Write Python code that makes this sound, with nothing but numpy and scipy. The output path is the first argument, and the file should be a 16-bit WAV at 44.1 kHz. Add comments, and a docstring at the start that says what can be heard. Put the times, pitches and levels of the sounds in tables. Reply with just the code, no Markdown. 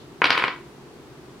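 """A quick run of hard clacks in a small, live room: two barrel dice drop on a mat-covered table
and tumble to rest, pattering over their edges between the clacks. Each contact is a short pulse,
followed by echoes off nearby surfaces, a few ringing tones and the room's tail.
A low room hum lies under it all, and the hand rustles faintly before and after the throw."""
import sys
import numpy as np
from scipy import signal
from scipy.fft import rfft, irfft
from scipy.io import wavfile

SR = 44100
rng = np.random.default_rng(int(sys.argv[2]) if len(sys.argv) > 2 else 0)


def store_pcm(level_fs):
    """Save levels as 16-bit WAV."""
    pcm = np.round(np.clip(level_fs, -1, 1) * 32767).astype(np.int16)
    wavfile.write(sys.argv[1], SR, np.atleast_2d(pcm).T)


N = 61739

# The bed of hum and hiss. Each row: frequency in Hz, noise density in dB.
HUM_COLOUR = [(25, -24), (65, -5), (98, -12), (130, 1.5), (190, -5), (280, -2), (400, 0.5), (540, -11.5),
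              (1000, -12), (2000, -20), (4200, -24), (9000, -32.5), (15500, -41)]
# How centred the bed sits. Each row: frequency in Hz, left-right likeness (1 is mono, 0 is wide).
HUM_STEREO_LIKENESS = [(60, 0.83), (350, 0.93), (1000, 0.58), (2500, 0), (8000, 0)]
# Steady tones in the hum. Each row: pitch in Hz, level in dB.
HUM_DRONES = [(138, -58), (345, -57.5)]
# The moving hand. Each row: peak time in seconds, half-length in seconds, level in dB, centre in Hz.
HAND_RUSTLES = [(0.005, 0.055, -56.5, 3600), (0.69, 0.046, -68, 9100)]
# Length of the room's tail. Each row: frequency in Hz, seconds to fall by 60 dB.
ROOM_DECAY = [(150, 0.36), (900, 0.31), (2000, 0.3), (5500, 0.26), (12000, 0.21)]
# Tone of the tail. Each row: frequency in Hz, level in dB.
TAIL_COLOUR = [(120, -17), (400, -2.5), (1000, 1), (2200, -1), (4500, 2), (10000, -3)]
# How centred the tail sits. Each row: frequency in Hz, left-right likeness.
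TAIL_LIKENESS = [(200, 1), (1000, 0.79), (2000, 0.47), (4000, 0.37), (9000, 0.97)]
# Tones that ring on in table and room. Each row: pitch in Hz, relative level in dB.
RINGING_MODES = [(130, -12), (291, -10), (511, -8), (720, -8), (987, 1), (1055, 2.5), (1220, -4),
                 (1265, -.5), (1442, -2), (1522, -2), (1905, -5), (1963, -5), (2234, -2), (2273, 1),
                 (2870, -3), (3032, -1)]
# Basic tone of a die's contact. Each row: frequency in Hz, level in dB.
CONTACT_COLOUR = [(70, -45), (130, -17), (300, -4.5), (480, -9), (630, -10), (830, -9), (1020, -3),
                  (1160, -4.5), (1450, -1), (2400, -0.5), (3700, -5.5), (5000, -3.5), (6600, -14),
                  (16000, -35)]
# Light touches of the tumbling edges. Each row: start in seconds, level in dB, tick boost in dB.
EDGE_TOUCHES = [(0.268, -13.5, 14), (0.296, -10, 4), (0.318, -18.5, 14), (0.353, -11, 8),
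                (0.372, -19.5, 19), (0.385, -22, 21), (0.397, -10, 9.5), (0.4461, -13.5, 8)]
# The main hits. Each row: start in seconds, level in dB, brightness cutoff in Hz, resonance in Hz,
# its boost in dB, direct sound in dB, knock boost in dB, tick boost in dB, first echo in dB,
# second echo's delay in seconds, second echo in dB.
DICE_CLACKS = [(0.2181, -.5, 2400, 1670, 1, 0, 2.5, -11, -6.5, 0.00196, -1),
               (0.2421, -2.5, 3780, 2520, 3, 0, -3, 3, -2.5, 0.0021, -0.5),
               (0.2541, -4, 3760, 1510, -3.5, 1, -15.5, -2.5, -3, 0.0038, 1.5),
               (0.3045, -1.5, 4240, 4630, 2, -2, -1, -1, 0, 0.0026, -2),
               (0.3267, -9, 3540, 2030, 9.5, -7, 3, 12, -7.5, 0.002052, -2.5),
               (0.3764, -5, 3630, 2130, 1.5, -4, 1.5, 6.5, -5, 0.002093, 0),
               (0.4228, -13.5, 2900, 2280, 4, -1, 7, 9, -3.5, 0.00212, -2.5),
               (0.4384, -6, 2940, 2170, 2.5, -8, 4, 3, 0, 0.00211, 0),
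               (0.4797, -14, 3900, 1070, 7.5, -7, 3, -6, -2, 0.00216, -0.5)]

HUM_DB, HUM_PAN_DB = -45, 0.3
ROOM_DB, ROOM_ONSET_S, ROOM_PAN_DB = -2, 0.0076, 1
MODES_DB, MODE_SPREAD_DB = -48, 1.5
SCATTER_DB, SCATTER_T60_S, SCATTER_LIKENESS = -8, .022, .5
FIRST_ECHO_S, ECHO_PAN_DB = 0.001248, 2
THIRD_ECHO_S, THIRD_ECHO_DB = 0.0040, -7
PULSE_DB, RING_Q, KNOCK_HZ, KNOCK_DB = 19.5, 7, 475, 5
TICK_DB, TICK_LOW_HZ, TICK_TOP_HZ, TICK_T60_S = -18.5, 6800, 10200, 0.0046
CEILING, CUTOFF_HZ = .9, 16000


def from_db(db):
    """Decibels to gain."""
    return 10 ** (np.asarray(db) / 20)


def at_hz(points, hz):
    """Read a table on a log-frequency axis."""
    frequencies, values = np.transpose(points)
    return np.interp(np.log(np.maximum(hz, 1)), np.log(frequencies), values)


def pan(db):
    """Stereo gains, with the left louder by db."""
    return from_db(np.array([[db], [-db]]) / 2)


def cut(x, hz, kind, order):
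    """Butterworth low- or high-pass."""
    return signal.sosfilt(signal.butter(order, hz, kind, fs=SR, output="sos"), x)


def add(out, x, start_s):
    """Mix x into out from start_s on."""
    start = int(round(start_s * SR))
    length = min(x.shape[-1], out.shape[-1] - start)
    out[..., start:start + length] += x[..., :length]


def unit_energy(stereo):
    """Scale to an average energy of one per channel."""
    return stereo / np.sqrt(np.sum(stereo ** 2) / 2)


def noise_spectrum(colour, likeness, size):
    """Spectrum of stereo noise, its width set by the blend of mid and side."""
    hz = np.fft.rfftfreq(size, 1 / SR)
    mid, side = np.exp(2j * np.pi * rng.random((2, len(hz))))
    alike = at_hz(likeness, hz)
    stereo = np.sqrt(1 + alike) * mid + np.sqrt(1 - alike) * side * [[1], [-1]]
    return from_db(at_hz(colour, hz)) * np.sqrt(size / 2) * stereo


def room_hum():
    """Steady low hum with two faint tones and a little hiss."""
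    t = np.arange(N) / SR
    noise = irfft(noise_spectrum(HUM_COLOUR, HUM_STEREO_LIKENESS, size=2 * N))[:, :N]
    tones = sum(from_db(db) * np.sqrt(2) * np.sin(2 * np.pi * (hz * t + rng.random()))
                for hz, db in HUM_DRONES)
    return pan(HUM_PAN_DB) * (from_db(HUM_DB) * noise / noise.std() + tones)


def hand():
    """Faint swells of hiss as the hand swings out and draws back."""
    out, t = np.zeros((2, N)), np.arange(N) / SR
    for peak_s, half_s, db, hz in HAND_RUSTLES:
        hiss = cut(rng.standard_normal((2, N)), hz, "high", order=4)
        hiss = cut(hiss, hz, "low", order=4)
        swell = np.exp(-((t - peak_s) / half_s) ** 2)
        out += from_db(db) * swell * hiss / hiss.std()
    return out


def room_tail():
    """Diffuse reverb, the highs dying first; different for every spot on the table."""
    size = 32768
    t, hz = np.arange(size) / SR, np.fft.rfftfreq(size, 1 / SR)
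    spectrum = noise_spectrum(TAIL_COLOUR, TAIL_LIKENESS, size)
    centres, decays_s = np.transpose(ROOM_DECAY)
    tail = np.zeros((2, size))
    for t60, weights in zip(decays_s, np.eye(len(centres))):
        band = at_hz(list(zip(centres, weights)), hz)   # crossfades into its neighbours
        tail += irfft(spectrum * band) * from_db(-60 * t / t60)
    fade_in = 1 - np.exp(-(t / ROOM_ONSET_S) ** 2)
    return from_db(ROOM_DB) * pan(ROOM_PAN_DB) * unit_energy(tail * fade_in)


def ringing():
    """Tones of table and room, each struck with a strength of its own and dying with the tail."""
    t = np.arange(SR // 2) / SR
    tones = np.zeros(len(t))
    for hz, db in RINGING_MODES:
        struck_db = db + MODE_SPREAD_DB * rng.standard_normal()
        envelope = from_db(struck_db - 60 * t / at_hz(ROOM_DECAY, hz))
        tones += envelope * np.sin(2 * np.pi * hz * t)
    return from_db(MODES_DB) * tones


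def near_field(direct_db, first_db, second_s, second_db):
    """Direct sound, three echoes off nearby surfaces and a brief scatter from the tabletop."""
    t = np.arange(SR // 20) / SR
    white = irfft(noise_spectrum([(1, 0)], [(1, SCATTER_LIKENESS)], size=4096))[:, :len(t)]
    envelope = np.minimum(t / FIRST_ECHO_S, 1) * from_db(-60 * t / SCATTER_T60_S)
    out = from_db(SCATTER_DB) * unit_energy(white * envelope)
    out[:, 0] += from_db(direct_db)
    add(out, from_db(first_db) * pan(ECHO_PAN_DB), FIRST_ECHO_S)
    add(out, from_db(second_db) * pan(ECHO_PAN_DB), second_s)
    add(out, from_db([THIRD_ECHO_DB]), THIRD_ECHO_S)
    return out


def in_room(hit, early):
    """Carry a dry hit to the listener: early sound, ringing tones and the room's tail."""
    response = room_tail()
    add(response, early, 0)
    add(response, ringing(), 0)
    return signal.fftconvolve(response, hit, axes=1)


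def tight_pulse(colour, size):
    """The snappiest pulse with this colour: minimum phase, its energy packed at the start."""
    gains = from_db(at_hz(colour, np.fft.rfftfreq(size, 1 / SR)))
    cepstrum = irfft(np.log(gains))
    cepstrum[1:size // 2] *= 2
    cepstrum[size // 2 + 1:] = 0
    return irfft(np.exp(rfft(cepstrum)))


def contact(bright_hz, ring_hz, ring_db, knock_db, tick_db):
    """A dry hit, duller for a soft landing: one resonance, a low knock and the hard edge's gritty tick."""
    pulse = cut(tight_pulse(CONTACT_COLOUR, size=2048), bright_hz, "low", order=4)
    resonance = signal.lfilter(*signal.iirpeak(ring_hz, RING_Q, fs=SR), pulse)
    pulse += (from_db(ring_db) - 1) * resonance
    knock = cut(pulse, KNOCK_HZ, "low", order=1)
    pulse += (from_db(KNOCK_DB + knock_db) - 1) * knock
    t = np.arange(len(pulse)) / SR
    grit = rng.standard_normal((2, len(t))) * from_db(-60 * t / TICK_T60_S)
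    tick = cut(unit_energy(grit), TICK_LOW_HZ, "high", order=2)
    tick = cut(tick, TICK_TOP_HZ, "low", order=4)
    return from_db(PULSE_DB) * pulse + from_db(TICK_DB + tick_db) * tick


def dice():
    """The dice clack down on the table and patter over their edges in between."""
    out = np.zeros((2, N))
    for start_s, db, bright_hz, ring_hz, ring_db, direct_db, knock_db, tick_db, *echoes in DICE_CLACKS:
        clack = contact(bright_hz, ring_hz, ring_db, knock_db, tick_db)
        early = near_field(direct_db, *echoes)
        add(out, from_db(db) * in_room(clack, early), start_s)
    for start_s, db, tick_db in EDGE_TOUCHES:
        touch = contact(bright_hz=3430, ring_hz=1335, ring_db=7.5, knock_db=-1, tick_db=tick_db)
        early = near_field(direct_db=-3, first_db=-6, second_s=.0022, second_db=-5)
        add(out, from_db(db) * in_room(touch, early), start_s)
    return out


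def scene():
    """The throw up front, over the room's hum and the hand's rustle."""
    return dice() + room_hum() + hand()


def record(dry):
    """Clip any peak above the ceiling, then cut the very top steeply."""
    low_pass = signal.ellip(12, .1, 90, CUTOFF_HZ, fs=SR, output="sos")
    return signal.sosfilt(low_pass, np.clip(dry, -CEILING, CEILING))


dry = scene()
out = record(dry)
store_pcm(out)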